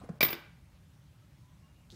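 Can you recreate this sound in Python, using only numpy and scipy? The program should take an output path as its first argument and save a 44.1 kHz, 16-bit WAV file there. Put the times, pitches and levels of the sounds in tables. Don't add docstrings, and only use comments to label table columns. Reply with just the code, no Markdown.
import sys
import numpy as np
from scipy import signal
from scipy.fft import rfft, irfft
from scipy.io import wavfile
from scipy.ndimage import uniform_filter1d

SR = 44100
rng = np.random.default_rng(int(sys.argv[2]) if len(sys.argv) > 2 else 0)


def pcm_store(signal):
    levels = np.round(np.clip(np.atleast_2d(signal), -1, 1) * 32767)
    wavfile.write(sys.argv[1], SR, levels.astype(np.int16).T)


def makeup_ratio(level_db):
    decades = np.asarray(level_db, float) / 20
    return 10 ** decades


N = 85995

# pitch_hz, level_db, t60_s
BODY_MODES = [(145, 4, .06), (304, 1.5, 0.064), (343.3, 2, 0.064), (436, -5.5, 0.049), (570, -8, 0.048),
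              (648, -16, .03)]


def evened(x):
    return x / np.sqrt(np.mean(x ** 2) + 1e-20)


def read(points, hz):
    f, value = np.transpose(points)
    return np.interp(np.log(hz + 1), np.log(f + 1), value)


def add(mix, start_s, sound):
    part = mix[round(start_s * SR):][:len(sound)]
    part += sound[:len(part)]


def decay(t_s, t60_s):
    return makeup_ratio(-60 * np.maximum(t_s, 0) / t60_s)


def high_pass(x, order, cut_hz):
    return signal.sosfilt(signal.butter(order, cut_hz, "high", fs=SR, output="sos"), x)


def coloured(x, shape):
    hz = np.fft.rfftfreq(len(x), 1 / SR)
    return irfft(rfft(x) * makeup_ratio(read(shape, hz)), len(x))


def noise(shape, size, patchy_db, wide, swell_db):
    frames, hz = 4 * N // size + 5, np.fft.rfftfreq(size, 1 / SR)
    real, imag, patches = rng.standard_normal((frames, len(hz), 3)).T
    patches = uniform_filter1d(patches, wide, 0)
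    patches = evened(uniform_filter1d(patches, 8, 1))
    swell = evened(uniform_filter1d(rng.standard_normal(frames), 6))
    level_db = read(shape, hz)[:, None] + patchy_db * patches + swell_db * swell
    spectra = (real + 1j * imag) * makeup_ratio(level_db)
    return evened(signal.istft(spectra, nperseg=size, noverlap=3 * size // 4)[1][:N])


def ring(modes, length_s):
    t = np.arange(0, length_s, 1 / SR)
    return sum(makeup_ratio(db - 60 * t / t60_s) * np.sin(2 * np.pi * hz * t) for hz, db, t60_s in modes)


def struck(modes):
    return [(hz * rng.uniform(.99, 1.01), db + 6 * rng.standard_normal(), t60_s) for hz, db, t60_s in modes]


def chatter(contact_s):
    contacts_per_s = 4000
    t = np.arange(1024) / SR
    hit = rng.random(1024) < contacts_per_s / SR
    train = rng.standard_normal(1024) * hit * np.exp(-(t / contact_s) ** 2)
    train[0] = 0.23
    return train / np.linalg.norm(train)


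def crack(contact_s, shape, front_db):
    rise_s, t60_s = .0008, .03
    front_cut_hz, front_rise_s, front_t60_s = 5130, .00068, .008
    t = np.arange(4096) / SR
    burst = evened(coloured(rng.standard_normal(4096), shape))
    front = high_pass(burst[::-1], 2, front_cut_hz)
    front = front * makeup_ratio(front_db) * decay(t, front_t60_s) * np.minimum(t / front_rise_s, 1)
    return burst * np.minimum(t / rise_s, 1) * decay(t - contact_s, t60_s) + front


def hiss():
    # pitch_hz, level_db (per Hz)
    air_shape = [(150, -32), (250, 3.5), (491, -10), (584, 0), (671, -11.5), (732, -6), (1410, -10),
                 (2830, -12.5), (15700, -24.5)]
    return makeup_ratio(-69) * noise(air_shape, size=1024, patchy_db=1.5, wide=14, swell_db=-0.24)


def rumble():
    # pitch_hz, level_db (per Hz)
    rumble_shape = [(13, -48), (22, -22), (34, -28), (63, 0.5), (156, -1), (173, -3.5), (215, -16),
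                    (301, -25), (330, -23), (430, -57), (730, -120)]
    return makeup_ratio(-58) * noise(rumble_shape, size=2048, patchy_db=1.3, wide=3, swell_db=.8)


def squeaks():
    # start_s, length_s, pitch_hz, level_db
    squeak_events = [
        (1.40, .15, 995, -72),
        (1.62, .06, 1090, -70),
        (1.63, .04, 2800, -71),
        (1.68, .05, 2830, -75),
        (1.75, .07, 2835, -75),
        (1.20, .05, 1300, -73),
    ]
    out = np.zeros(N)
    for start_s, length_s, hz, db in squeak_events:
        t = np.arange(0, length_s, 1 / SR)
        waver = evened(uniform_filter1d(rng.standard_normal(len(t)), size=500))
        flutter = evened(uniform_filter1d(rng.standard_normal(len(t)), size=500))
        turns = np.cumsum(hz * (1 + 0.0029 * waver)) / SR
        swell = np.sqrt(abs(np.sin(np.pi * t / length_s)))
        add(out, start_s, makeup_ratio(db + 2.0 * flutter) * swell * np.sin(2 * np.pi * turns))
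    return out


def crinkle():
    # start_s, level_db, pitch_hz
    snap_events = [
        (1.9028, -41.5, 3620),
        (1.9095, -55, 3300),
        (1.912, -51, 3900),
        (1.918, -47, 4400),
        (1.9235, -47, 3700),
        (1.931, -56, 4660),
        (1.937, -71, 3750),
        (1.945, -54, 4530),
    ]
    snap_t60_s, click_t60_s, click_db = .006, .0037, -20
    out = np.zeros(N)
    for start_s, db, hz in snap_events:
        partials = [(1, 0), (1.16, -7.5), (1.75, -17)]
        modes = [(ratio * hz, db + part_db, snap_t60_s) for ratio, part_db in partials]
        add(out, start_s, ring(modes, .03))
        click = np.diff(rng.standard_normal(81)) * decay(np.arange(80) / SR, click_t60_s)
        add(out, start_s, makeup_ratio(db + click_db) * click)
    grains = rng.standard_normal(4000) * (rng.random(4000) < .15)
    band = signal.butter(2, [3000, 7500], "band", fs=SR, output="sos")
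    add(out, snap_events[0][0], makeup_ratio(-66) * evened(signal.sosfilt(band, grains)))
    return high_pass(out, 4, 2900)


def bumps():
    # start_s, crack_db, body_db, thump_db, contact_s
    touches = [
        (.036, -51.5, -54, -62, 0.012),
        (0.0894, -45, -42, -28.5, .005),
        (1.922, -63, -55, -45.5, 0.036),
    ]
    # pitch_hz, level_db (per Hz)
    slide_shape = [(88, -19), (150, 0), (381, -27), (541, -5), (1240, -16.5), (2210, -25.5), (2970, -28.5),
                   (10000, -36.5), (13000, -64), (22000, -120)]
    # pitch_hz, level_db (per Hz)
    tap_shape = [(150, -12), (500, 4.5), (850, -22), (1250, -11.5), (2000, -19.5), (2500, -30.5),
                 (9000, -34.5), (11000, -57)]
    slide_db, slide_t60_s = -52, .35
    thump_hz, thump_rise_s, thump_t60_s = 172, 0.014, 0.034
    rub = noise(slide_shape, size=256, patchy_db=-6.5, wide=4, swell_db=0.5)
    out = makeup_ratio(slide_db) * decay(np.arange(N) / SR, slide_t60_s) * rub
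    t = np.arange(0, .15, 1 / SR)
    thump = np.minimum(t / thump_rise_s, 1) ** 2 * decay(t - thump_rise_s, thump_t60_s)
    thump = thump * np.sin(2 * np.pi * thump_hz * t)
    for start_s, crack_db, body_db, thump_db, contact_s in touches:
        add(out, start_s, makeup_ratio(crack_db) * crack(contact_s, tap_shape, front_db=-2))
        add(out, start_s, makeup_ratio(body_db) * signal.fftconvolve(chatter(contact_s), ring(BODY_MODES, .2)))
        add(out, start_s, -makeup_ratio(thump_db) * thump)
    return out


def strikes():
    # start_s, wall_db, coin_db, body_db, contact_s
    hits = [
        (0.207, -25, -34, -41, .008),
        (0.216, -34, -34, -66, .002),
        (0.2284, -22, -16.5, -31.5, 0.0051),
        (0.2489, -31.5, -28, -40, 0.0052),
        (.2845, -37.5, -58, -51, 0.0093),
        (.3040, -41, -31.5, -48, 0.006),
        (.3285, -33, -40, -38.5, 0.0024),
        (0.341, -46.5, -62, -59.5, 0.0058),
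        (.2670, -40.5, -36.5, -60, 0.0012),
        (.3510, -52.5, -41, -54.5, 0.0008),
    ]
    # pitch_hz, level_db, t60_s
    wall_modes = [(700, -8, .018), (1222, -10, .03), (1635, -16, .03), (1995, -15, .025), (2260, -7, .02),
                  (2350, 0, .025), (2630, -7, .018), (3470, -5, .02), (3680, -2, .024), (4850, -5, .02),
                  (5300, -11, .015)]
    # pitch_hz, level_db, t60_s
    coin_modes = [(13900, -16, .06), (14110, -7, .13), (14162, -9, .15), (14415, -10, .2), (14540, -7, .12),
                  (14637, -7, .14), (14740, -12, .08), (14893, -1, .16), (15160, -16, .05),
                  (15350, -22, .08)]
    # pitch_hz, level_db (per Hz)
    crack_shape = [(300, -7), (1000, -8.5), (1800, -12), (2340, -3.5), (4800, -12), (7000, -25.5),
                   (13000, -26.5), (14300, -10), (15700, -45)]
    walls, box, coin = np.zeros((3, N))
    metal = ring(coin_modes, 0.4)
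    metal *= np.minimum(np.arange(len(metal)) / SR / .0008, 1)
    for start_s, wall_db, coin_db, body_db, contact_s in hits:
        add(walls, start_s, makeup_ratio(wall_db) * signal.fftconvolve(chatter(contact_s), ring(struck(wall_modes), .1)))
        add(box, start_s, makeup_ratio(wall_db - 3.5) * crack(contact_s, crack_shape, front_db=10.5))
        add(box, start_s, makeup_ratio(body_db) * signal.fftconvolve(chatter(contact_s), ring(BODY_MODES, .2)))
        add(coin, start_s, makeup_ratio(coin_db) * rng.choice([-1, 1]) * metal)
    flat_s, flat_t60_s = .336, .06
    return walls, high_pass(box, 4, 170), coin * decay(np.arange(N) / SR - flat_s, flat_t60_s)


def room(x):
    # pitch_hz, t60_s
    room_t60 = [(200, .3), (500, .42), (1500, .55), (3000, .5), (7000, .35), (14500, .27)]
    taps = np.zeros(SR)
    at = np.arange(200, SR - 20, 20)
    taps[at + rng.integers(0, 20, len(at))] = rng.choice([-1., 1.], len(at))
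    hz, t, z = signal.stft(taps, SR, nperseg=256)
    tail = signal.istft(z * makeup_ratio(-60 * t / read(room_t60, hz)[:, None]), SR, nperseg=256)[1]
    return signal.fftconvolve(x, tail / np.linalg.norm(tail))[:N]


def scene():
    # pitch_hz, level_db
    echo_colour = [(200, -2.5), (600, -1.5), (1500, 4.5), (2400, -2.5), (3000, -3.5), (4400, -3.5),
                   (8000, -3), (14000, -2)]
    walls, box, coin = strikes()
    near = box + bumps() + crinkle()
    sent = makeup_ratio(-6.5) * coloured(near + makeup_ratio(-8) * walls, echo_colour)
    wet = room(sent + makeup_ratio(-23) * coin)
    return (walls + near + coin + wet + squeaks() + hiss() + rumble())[None]


def band_limit(x):
    return signal.sosfilt(signal.butter(12, 16640, fs=SR, output="sos"), x)


def record(dry):
    hush_from_s, hush_to_s, hush_above_hz, hush_db = .191, .2035, 2300, -25
    x = high_pass(dry, 2, 27)
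    x = signal.oaconvolve(x, signal.firwin(255, 15800, window=("kaiser", 9), fs=SR)[None], "same")
    low = signal.oaconvolve(x, signal.firwin(127, hush_above_hz, fs=SR)[None], "same")
    t = np.arange(N) / SR
    hush = uniform_filter1d(1. * ((t > hush_from_s) & (t < hush_to_s)), size=60)
    return band_limit(low + (x - low) * makeup_ratio(hush_db * hush))


dry = scene()
out = record(dry)
pcm_store(out)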